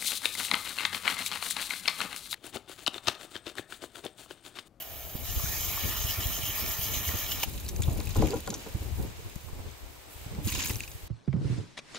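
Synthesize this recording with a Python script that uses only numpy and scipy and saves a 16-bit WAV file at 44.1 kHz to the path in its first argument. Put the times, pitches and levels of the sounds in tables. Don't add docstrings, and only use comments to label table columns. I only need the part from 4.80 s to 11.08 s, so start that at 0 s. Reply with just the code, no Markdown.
import sys
import numpy as np
from scipy import signal
from scipy.fft import rfft, irfft, next_fast_len
from scipy.io import wavfile
from scipy.ndimage import uniform_filter1d

SR = 44100
rng = np.random.default_rng(int(sys.argv[2]) if len(sys.argv) > 2 else 0)


def materialize(psi):
    bounded = np.clip(np.atleast_2d(psi).T, -1, 1)
    quanta = np.round(bounded * 32767).astype(np.int16)
    wavfile.write(sys.argv[1], SR, quanta)


N = 276930
T = np.arange(N) / SR
SIDES = np.array([[1], [-1]])

# time in seconds, hiss level in dB, then the relative drive in dB of the cavity's
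SPRAY_LEVELS = [(0.0, -36.5, -9.5, 0, -16), (0.06, -47, -7, -6.5, -2), (0.44, -42.5, -11, -16, -5),
                (0.455, -38.5, -11.5, -12, -6.5), (0.56, -37.5, -12, -10, -6.5),
                (0.66, -36, -8.5, -12.5, -5.5), (0.76, -35.5, -8, -12.5, -6),
                (0.85, -35.5, -11.5, -7.5, -5), (0.95, -35, -6, -10, -6), (1.15, -36, -7, -6, -6.5),
                (1.23, -36, -7.5, -7, -5.5), (1.3, -34.5, -10, -4, -3.5), (1.37, -38.5, -5.5, -9, -5.5),
                (1.43, -36.5, -7.5, -3, -4.5), (1.49, -37, -7, -8, -4.5), (1.55, -35.5, -11, -5.5, -7),
                (1.61, -37, -6, -6.5, -4.5), (1.67, -36, -8.5, -6, -5.5), (1.75, -35.5, -6, -8, -7),
                (1.95, -36.5, -7.5, -7, -5), (2.04, -35.5, -6, -6.5, -5.5), (2.2, -36.5, -6.5, -6, -5.5),
                (2.6, -39, -5, -5, -3.5)]
# frequency in Hz, spectral level in dB.
HISS_SPECTRUM = [(5290, -41), (9000, -19), (9820, -19.5), (10400, -10.5), (11000, -2), (11500, 2.5),
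                 (12600, 1), (12980, -5), (13400, 3), (15000, 3), (16000, 4)]
SKIN_SPECTRUM = [(1200, -9), (2000, -4.5), (3200, 1.5), (4200, -5.5), (6500, -6), (9000, -6)]
# frequency in Hz, nominal width in Hz, gain in dB, signed left-right likeness.
CAVITY_MODES = [(914, 82, -13.5, 1), (1264, 544, -5, 0.33), (1470, 34, -30, -1.2), (1760, 250, -4, 0.59),
                (2305, 317, -1.5, 0.52), (3010, 370, -0.5, 0.83), (3756, 500, -7, 0.0069),
                (3960, 210, -10, 0.1), (4730, 450, -5.5, 0.12), (5370, 240, -3.5, 0.74),
                (6320, 800, -3, 0.42), (7260, 320, -6, 0.93), (9270, 2000, -13.5, 0.81)]
# frequency in Hz, width in Hz, share removed per pass.
MOUTH_NOTCHES = [(4350, 190, .97), (5000, 110, .92), (5830, 140, .9)]
# time in seconds, rumble level in dB, relative flutter level in dB.
WIND_LEVELS = [(0.0, -52.5, -2), (0.55, -38, -10), (1.3, -41.5, -7), (2.2, -41, -6.5), (2.85, -36.5, -10),
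               (2.97, -31.5, -11.5), (3.35, -34.5, -9.5), (3.385, -20, -20), (3.42, -23.5, -10.5),
               (3.47, -31.5, -2), (3.56, -41.5, 1), (3.62, -52.5, -4), (3.69, -42.5, 6.5),
               (3.84, -50.5, 1.5), (3.98, -33.5, -17.5), (4.24, -39, -3.5), (4.33, -43.5, -15.5),
               (4.55, -44.5, -9), (4.88, -47, -4.5), (4.96, -55, -11), (5.1, -50.5, -4.5), (5.3, -54, -10),
               (5.43, -45, -9), (5.54, -48.5, 1), (5.61, -37, -9.5), (5.67, -47, -10), (5.74, -36.5, -9),
               (5.95, -44.5, -4.5), (6.28, -50, -11)]
# frequency in Hz, spectral level in dB.
RUMBLE_SPECTRUM = [(12, -43), (20, -9), (48, 3.5), (75, 5), (220, -18), (290, -43), (480, -120)]
FLUTTER_SPECTRUM = [(90, 2.5), (150, -2.5), (230, -3.5), (400, -6.5), (600, -13.5), (900, -16.5),
                    (1500, -31)]
# pitch in Hz, pulses per second, centre of one pulse in seconds, level in dB.
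CRICKET_CALLS = [(7965, 16.89, 5.397, -70.5), (8520, 16.9, 5.145, -75)]
# time in seconds, gain in dB.
CRICKET_GAIN = [(0, -4), (3.7, -3), (4.1, 1), (4.5, -3), (4.8, 2), (5.05, -3), (5.3, 4), (5.55, 4),
                (6.28, 0)]
# frequency in Hz, spectral level in dB.
AMBIENT_SPECTRUM = [(120, -26), (200, -25), (300, -3), (480, -4), (850, -6), (1500, -10.5), (2300, -9.5),
                    (3900, -13), (5700, -16), (8600, -17), (10000, -37), (12000, -50), (16500, -43)]
# centre in seconds, level in dB, left minus right in dB,
# half length in seconds.
EDDIES = [(0.355, -22.5, 0, 0.0021), (0.575, -21.5, -1, 0.012), (0.644, -19.5, 16, 0.0047),
          (0.872, -33, 13, 0.011), (1.053, -24, 4, 0.014), (1.21, -25.5, 8, 0.014),
          (1.251, -20.5, -6, 0.0066), (1.388, -25.5, 0, 0.0095), (1.463, -21, 4, 0.0065),
          (1.597, -28, 10, 0.0041), (1.638, -26, -8, 0.0061), (1.696, -29.5, -1, 0.0079),
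          (1.993, -27, 5, 0.0048), (1.903, -29.5, 0, 0.0098), (2.11, -33, 0, 0.022),
          (2.291, -22, -3, 0.015), (2.351, -22, -3, 0.0069), (2.683, -22.5, 19, 0.0051),
          (3.004, -18, 2, 0.0067), (3.086, -13, -4.5, 0.0022), (3.384, -16, 0, 0.0083),
          (3.565, -22.5, 8, 0.0049), (3.953, -16.5, -7, 0.0051), (4.019, -25.5, -3, 0.01),
          (4.066, -26, 10, 0.0057), (4.141, -26, -3, 0.0091), (4.203, -19, -4, 0.0022),
          (4.463, -30.5, 3, 0.014), (4.563, -22.5, 18, 0.0023), (4.648, -32, -9, 0.0034),
          (4.733, -24, 18, 0.0023), (4.803, -27.5, -11, 0.0062), (4.861, -34.5, -6, 0.008),
          (5.041, -35, 0, 0.0095), (5.363, -36, 4, 0.007), (5.467, -26.5, -1, 0.0041),
          (5.519, -27, -12, 0.003), (5.542, -29, -11, 0.0034), (5.59, -23, -7, 0.0042),
          (5.662, -19.5, -5, 0.013), (5.784, -28, -21, 0.015), (5.908, -22.5, 1, 0.0057),
          (5.956, -26, 20, 0.015), (6.157, -31, 3, 0.009), (6.24, -33, -3, 0.01)]
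# start in seconds, level in dB, ring frequency in Hz,
# seconds for the exciting noise to fall 60 dB.
BIG_DROPS = [(0.594, -24, 1150, 0.036), (0.624, -26, 1150, 0.044), (0.657, -25, 1480, .03),
             (0.972, -18.5, 1110, 0.033), (1.4695, -18.5, 6400, 0.017), (2.288, -18, 1840, 0.035),
             (1.8617, -18.5, 2530, 0.029), (1.911, -19.5, 5450, 0.019), (2.4642, -23, 3780, 0.022),
             (2.518, -16.5, 3700, 0.016), (2.6313, -11, 2530, 0.045), (2.6308, -17, 820, 0.063),
             (2.7355, -32.5, 7040, 0.015), (2.755, -39, 4150, 0.018), (2.8633, -29, 4330, .02),
             (2.8483, -39, 8100, .02), (2.881, -25, 11100, 0.063), (2.889, -21, 6040, 0.052),
             (2.962, -25.5, 6240, 0.02), (3.0202, -18.5, 6700, 0.032), (3.033, -22, 3600, 0.047),
             (3.254, -40, 11000, .02), (3.2918, -36, 11000, .015), (3.126, -30, 7000, 0.018),
             (3.2005, -27, 2370, 0.029), (3.202, -25.5, 4450, .02), (3.2295, -33, 7000, .015),
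             (3.097, -30, 6700, .02), (3.156, -34, 4500, .012), (2.799, -29, 6000, .015),
             (2.777, -28, 3800, .02), (3.271, -25, 2710, 0.027), (3.3064, -27, 6490, .02),
             (3.348, -27, 3310, .02), (3.3643, -23, 6800, 0.025), (3.421, -22.5, 2160, 0.019),
             (3.472, -28, 2350, 0.013), (3.5057, -19.5, 4500, 0.012), (3.5405, -24, 6600, 0.02),
             (3.604, -29, 10800, 0.013), (3.663, -29, 3340, 0.028), (3.6751, -20, 7100, 0.011),
             (3.703, -17, 6270, 0.023), (3.7402, -19, 5900, 0.06), (4.226, -36, 11500, 0.028),
             (4.39, -35.5, 457, .04), (4.497, -35, 8000, .015), (4.557, -30, 7500, .015),
             (4.683, -34, 1030, 0.049), (4.735, -40, 990, .03), (4.772, -39, 940, 0.027),
             (4.884, -39, 3800, .02), (4.912, -42, 6300, .02), (5.161, -41, 931, .03),
             (5.516, -28, 172, 0.063), (5.54, -26, 196, 0.1), (5.549, -33, 2270, 0.029),
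             (5.58, -31, 208, .08), (5.61, -27.5, 280, 0.09), (5.664, -26, 225, 0.096),
             (5.774, -29.5, 267, 0.068), (5.6458, -30, 6770, .022), (5.654, -27, 6630, .015),
             (5.6745, -18.5, 6800, 0.022), (5.68, -20, 4470, 0.013), (5.692, -29, 4500, .018),
             (5.697, -34, 1010, 0.027), (5.751, -25, 997, 0.037), (5.895, -27.5, 1040, 0.027),
             (5.72, -19, 2530, 0.046), (5.729, -24, 6000, 0.019), (5.7483, -19, 6700, 0.024),
             (5.758, -19.5, 2850, 0.031), (5.79, -23, 2730, .018), (5.8248, -18.5, 6450, 0.028),
             (5.8475, -17.5, 2750, 0.02), (5.872, -18.5, 6500, 0.015), (5.884, -21, 8000, .014),
             (5.897, -22, 2480, 0.026), (5.906, -22, 1810, 0.014), (5.934, -29, 3900, .015),
             (5.946, -30, 2450, 0.028), (5.957, -19, 6050, 0.009), (6.0049, -14.5, 2710, 0.0039),
             (6.035, -21.5, 2440, 0.0097), (6.0774, -26.5, 2500, 0.027), (6.1158, -30, 6830, 0.022)]
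# frequency in Hz, nominal width in Hz, gain in dB.
TURF_MODES = [(2490, 370, -4), (3950, 780, 4), (4850, 1200, 3.5), (6450, 1100, 2.5), (8550, 720, -11)]
# time in seconds, level in dB, relative level of the fizz in dB.
RUNOFF_LEVELS = [(2.6, -55, -11), (2.7, -50.5, -1), (2.93, -56.5, 0.5), (3.1, -51, 1), (3.5, -46, -9),
                 (3.62, -54, -5), (3.75, -52, -5.5), (4.22, -58.5, 3), (4.28, -56, -4.5),
                 (5.28, -67.5, 5.5), (5.33, -60, 6.5), (5.48, -60.5, 0.5), (5.62, -65.5, 2), (5.64, -55, 6),
                 (5.665, -45.5, -1), (5.676, -47, 6), (5.69, -39, -1), (5.79, -39, -10),
                 (5.86, -39.5, -0.5), (5.94, -42, -2), (5.965, -49.5, 2), (6.04, -46.5, -12),
                 (6.07, -57.5, 4.5), (6.28, -61, 0.5)]
# frequency in Hz, spectral level in dB.
PLOP_SPECTRUM = [(290, -48), (500, -23), (607, -7), (673, -25), (737, -6), (1070, 1), (1170, -5.5),
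                 (1370, -5.5), (1500, 0), (1850, -1), (2070, -2.5), (2390, 5), (2520, 3), (2940, 4.5),
                 (3390, -2), (3760, -4), (5470, -3.5), (6150, -2), (6640, 3.5), (7660, -4), (8280, -15),
                 (10000, -37), (11000, -5), (14300, -15), (22000, -120)]
# start in seconds, peak in dB, length factor, tilt in dB per octave.
BLOWS = [(2.63, -28.5, 0.38, -0.5), (3.158, -33, 0.77, -5), (3.189, -25.5, 0.8, -13), (3.203, -34, 0.78, 3),
         (3.355, -23, 1.2, -3), (3.397, -16, 1, -21.5), (3.422, -16, 0.66, -3.5), (3.434, -19, 1, -10.5),
         (3.452, -28, 0.79, -13), (3.53, -25, 1.3, -0.5), (3.545, -27, 1.6, -10), (3.674, -24.5, 0.8, 1.5),
         (3.691, -28.5, 1.4, -31), (3.724, -33.5, 1.2, 1.5), (3.749, -36, 0.47, -1), (3.86, -32, 1.4, -4),
         (3.954, -30, 1, -21), (4.015, -37, 1.5, -10), (4.135, -53, 1.3, -4), (4.196, -35, 1.5, -8),
         (4.561, -47, 1.1, -27), (5.669, -24.5, 0.89, -26)]
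# frequency in Hz, gain in dB, relative ring time.
NOZZLE_MODES = [(206, -4.5, 0.022), (305.4, 0, 0.13), (437, 5, 0.079), (535, -1, 0.27), (798, 5.5, 0.066),
                (973, 1.5, 0.12), (1410, -2, 0.086)]
# start in seconds, level in dB.
DROP_TICKS = [(2.696, -35), (2.7357, -36), (2.7542, -38), (2.7996, -33), (2.8479, -35), (2.8874, -25),
              (2.9482, -43), (2.9622, -39), (3.0046, -35), (3.0206, -35), (3.1318, -35), (3.1747, -35),
              (3.2006, -39), (3.2121, -37), (3.253, -34), (3.272, -33), (3.2917, -31), (3.3483, -35),
              (3.37, -28), (3.4067, -38), (3.4705, -31), (3.5065, -37), (3.5399, -38), (3.5688, -42),
              (3.5833, -38), (3.6042, -30), (3.6746, -40), (3.692, -35), (3.7384, -45), (3.8262, -41),
              (3.8881, -40), (4.2253, -34), (4.4982, -43), (4.5566, -37)]
# time in seconds, pitch in Hz, level in dB.
HOSE_GROAN = [(3.44, 327, -52), (3.46, 280.6, -43), (3.49, 298, -41), (3.52, 399, -35), (3.545, 453, -34),
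              (3.575, 400, -52)]


def undb(db):
    return 10 ** (np.asarray(db) / 20)


def unit(x):
    return x / np.sqrt(np.mean(x ** 2))


def curves(table):
    times, *columns = np.transpose(table)
    return [(T >= times[0]) & (T <= times[-1])] + [np.interp(T, times, c) for c in columns]


def colour(x, spectrum):
    hz, db = np.transpose(spectrum)
    size = next_fast_len(N)
    log_hz = np.log(np.fft.rfftfreq(size, 1 / SR) + 1)
    gain = undb(np.interp(log_hz, np.log(hz), db, -90, -90))
    return unit(irfft(rfft(x, size) * gain, size)[..., :N])


def band(x, hz, width_hz):
    return signal.lfilter(*signal.iirpeak(min(hz, SR / 2.2), hz / width_hz, SR), x)


def walk(rate, channels=1):
    hold = int(SR / rate)
    steps = np.repeat(rng.uniform(-1, 1, (channels, N // hold + 1)), hold, axis=1)[:, :N]
    return unit(uniform_filter1d(uniform_filter1d(steps, hold), hold))


def pair(shared):
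    return np.sqrt(shared) * rng.standard_normal(N) + np.sqrt(1 - shared) * rng.standard_normal((2, N))


def droplets(rate, spread_db, smear_s):
    size = np.minimum(rng.exponential(1, N), 3)
    hits = (rng.random(N) < rate / SR) * undb(spread_db * size)
    power = signal.lfilter([1], [1, -np.exp(-1 / (smear_s * SR))], hits ** 2)
    return unit(np.sqrt(power + 0.12 * power.mean()))


def lag(x, delay_s=3.1e-5):
    size = next_fast_len(N)
    shift = np.exp(-2j * np.pi * np.fft.rfftfreq(size, 1 / SR) * delay_s)
    return np.array([x[0], irfft(rfft(x[1], size) * shift, size)[:N]])


def cavity(common, apart, low_db, main_db, high_db):
    out = 0
    for hz, width_hz, db, likeness in CAVITY_MODES:
        shared = min(abs(likeness), 1)
        churn = np.sqrt(shared) * common * [[1], [np.sign(likeness)]] + np.sqrt(1 - shared) * apart
        mode = unit(band(band(churn, hz, 1.15 * width_hz), hz, 2.1 * width_hz)) * np.sqrt(width_hz / 1000)
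        drive_db = low_db if hz < 2700 else main_db if hz < 3400 else high_db
        out = out + undb(db + drive_db + 1.65 * walk(30.06)) * mode
    for hz, width_hz, share in MOUTH_NOTCHES:
        for narrowing in 1, .5:
            out = out - share * band(out, hz, narrowing * width_hz)
    return out


def spray(inside_s=0.46, filled_s=0.6, shut_s=2.636, throb_hz=8.3):
    _, hiss_db, low_db, main_db, high_db = curves(SPRAY_LEVELS)
    depth_db = 1.5 * np.clip(T - filled_s, 0, None)
    throb_db = depth_db * np.cos(2 * np.pi * throb_hz * (T - 1.672))
    since_shut = T - shut_s
    spit_db = 11 * np.exp(np.clip(since_shut, None, 0) / 0.0031)
    fall_db = -60 * np.clip(since_shut, 0, 1) / (4 * 0.012)
    hiss = colour(droplets(1400, 1.8, .003) * pair(.93), HISS_SPECTRUM) * undb(.8 * walk(20) + throb_db)
    drops = droplets(1100, 2.5, 0.005)
    common, apart = drops * rng.standard_normal(N), drops * rng.standard_normal((2, N))
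    hollow = cavity(common, apart,
                    low_db + 0.044 * throb_db, main_db + 1.14 * throb_db, high_db + 0.82 * throb_db)
    skin = colour(common + apart / 2, SKIN_SPECTRUM)
    inside = np.clip((T - inside_s) / .06 + 1, 0, 1)
    splash = (.3 + .7 * inside) * undb(5.5) * hollow + (1 - inside) * undb(-6.5) * skin
    hose_rush = undb(-53) * unit(band(pair(1.0), hz=666, width_hz=100))
    return undb(fall_db) * (undb(hiss_db + spit_db) * (hiss + lag(splash)) + hose_rush)


def wind(left_bias_db=3.5, veer_db=5.5):
    _, db, flutter_db = curves(WIND_LEVELS)
    pan_db = left_bias_db + veer_db * walk(12)[0]
    lumps_db = 1.5 * walk(15) + 1.5 * walk(25) + 2.3 * walk(30, channels=2)
    rumble = unit(colour(pair(0.088), RUMBLE_SPECTRUM) * undb(lumps_db))
    flutter = unit(colour(pair(.4), FLUTTER_SPECTRUM) * undb(lumps_db + 3.2 * walk(45, channels=2)))
    gusts = undb(pan_db * SIDES / 2) * rumble + undb(flutter_db + 0.061 * pan_db * SIDES) * flutter
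    return undb(db) * gusts + buffets(flutter)


def crickets():
    _, swell_db = curves(CRICKET_GAIN)
    out = 0
    for hz, rate, pulse_s, db in CRICKET_CALLS:
        cycles_from_pulse = ((T - pulse_s) * rate + .5) % 1 - .5
        gate = np.exp(-(cycles_from_pulse / .12) ** 2)
        whistle = np.sin(2 * np.pi * hz * T + 1.8 * walk(50, channels=2))
        out = out + undb(db + swell_db + walk(4)) * unit(gate * whistle)
    return out


def ambience():
    return undb(-51.5 + 1.3 * walk(6.9)) * colour(pair(0.0062), AMBIENT_SPECTRUM)


def buffets(flutter, middle_hz=81.8, scatter=0.33):
    out = np.zeros((2, N))
    draws = rng.random((len(EDDIES), 3))
    for (centre_s, db, pan_db, half_s), (phase, skew, pitch) in zip(EDDIES, draws):
        hz = middle_hz * (1 + 2 * scatter * (pitch - .5))
        span = slice(max(int((centre_s - .06) * SR), 0), int((centre_s + .06) * SR))
        t = T[span] - centre_s
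        puff = undb(-22) * np.exp(-(t / (half_s + 0.0049)) ** 2) * flutter[:, span]
        cycles = hz * t + phase + 0.35 * (skew - .5) * SIDES
        swing = np.exp(-(t / half_s) ** 2) * np.cos(2 * np.pi * cycles)
        out[:, span] += undb(db + np.clip(pan_db * SIDES, -40, 0)) * (swing + puff)
    return out


def splats():
    out, t = np.zeros((2, N + SR // 12)), T[:SR // 12]
    noises = rng.standard_normal((len(BIG_DROPS), len(t)))
    pans_db = 1 + rng.standard_normal(len(BIG_DROPS))
    spots_db = 4 * rng.standard_normal((len(BIG_DROPS), len(TURF_MODES)))
    for (start_s, db, hz, decay_s), noise, pan_db, spot_db in zip(BIG_DROPS, noises, pans_db, spots_db):
        rise = 1 - np.exp(-t / 0.0002)
        crack = noise * rise * np.exp(-np.log(1000) * t / max(decay_s, .004))
        ring = band(band(crack, hz, .16 * hz), hz, .3 * hz)
        turf = sum(undb(gain_db + offset_db) * band(crack, mode_hz, width_hz) / np.sqrt(width_hz)
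                   for (mode_hz, width_hz, gain_db), offset_db in zip(TURF_MODES, spot_db))
        contact = band(crack * np.exp(-t / 0.001), hz=6500, width_hz=7000)
        ring, turf, contact = (part / np.abs(part).max() for part in (ring, turf, contact))
        splat = 0.27 * ring + 0.33 * min(hz / 2200, 1) ** 2 * (turf + 0.6 * contact)
        i = int(start_s * SR)
        out[:, i:i + len(t)] += undb(db + pan_db * SIDES / 2) * splat
    return lag(out[:, :N])


def patter(steady_db=-64, grainy_db=-45):
    on, db, fizz_db = curves(RUNOFF_LEVELS)
    grain = np.clip((db - steady_db) / (grainy_db - steady_db), .3, 1)
    fine = droplets(260, 4.5, .0015) ** grain
    coarse = droplets(300, 7.8, 0.0044) ** grain
    plops = colour(coarse * pair(0.15), PLOP_SPECTRUM) + 0.39 * colour(fine * pair(0.11), PLOP_SPECTRUM)
    noise = pair(0.32)
    gurgle = 0
    for hz, width_hz, gain_db in TURF_MODES:
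        ring = unit(band(band(noise, hz, width_hz), hz, 2 * width_hz))
        gurgle = gurgle + undb(gain_db) * droplets(140, 4, .004) ** grain * ring
    flow = on * undb(db + 0.8 * walk(25.1))
    fizz = colour(fine * pair(0.98), [(7500, 2), (9500, 2), (11500, 5), (16000, 6)])
    return flow * (lag(plops + undb(-3) * unit(gurgle)) + undb(fizz_db + 1.5) * fizz)


def knocks(contact_hz=1500, hardness=0.6):
    out, t = np.zeros((2, N + SR // 4)), T[:SR // 4]
    noises = rng.standard_normal((len(BLOWS), 3, len(t)))
    rise = 1 - np.exp(-t / (0.0016 * (1 - hardness) ** 2))
    for (start_s, db, length, tilt_db), noise in zip(BLOWS, noises):
        blunting = signal.butter(4, contact_hz * 2 ** (tilt_db / 12), fs=SR, output="sos")
        envelope = rise * np.exp(-t / (0.0044 * length))
        push = signal.sosfilt(blunting, (noise[0] + .5 * noise[1:]) * envelope)
        ring = 0
        for hz, gain_db, ring_time in NOZZLE_MODES:
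            mode = band(band(push, hz, .5 * hz), hz, 4.64 / (ring_time * length))
            ring = ring + undb(gain_db + tilt_db * np.log2(hz / 550)) * mode / np.abs(mode).max()
        i = int(start_s * SR)
        out[:, i:i + len(t)] += undb(db) * ring / np.abs(ring).max()
    return lag(out[:, :N])


def ticks(decay_s=0.0029):
    start_s, db = np.transpose(DROP_TICKS)
    hits = np.zeros(N)
    hits[(start_s * SR).astype(int)] = undb(db)
    puffs = signal.lfilter([1], [1, -np.exp(-1 / (decay_s * SR))], hits)
    return puffs * unit(band(pair(1.0), hz=12600, width_hz=9000)) / 2


def slide():
    on, hz, db = curves(HOSE_GROAN)
    rough_hz = hz * (1 + .06 * walk(120)[0])
    phase = 2 * np.pi * np.cumsum(rough_hz) / SR
    return on * undb(db + 4.2 * walk(90)) * np.sin(phase) * np.ones((2, 1))


def scene():
    return ambience() + spray() + patter() + splats() + ticks() + knocks() + slide() + wind() + crickets()


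def record(dry, cutoff_hz=15700):
    return signal.sosfilt(signal.ellip(12, .3, 75, cutoff_hz, fs=SR, output="sos"), dry)


dry = scene()
out = record(dry)
materialize(out)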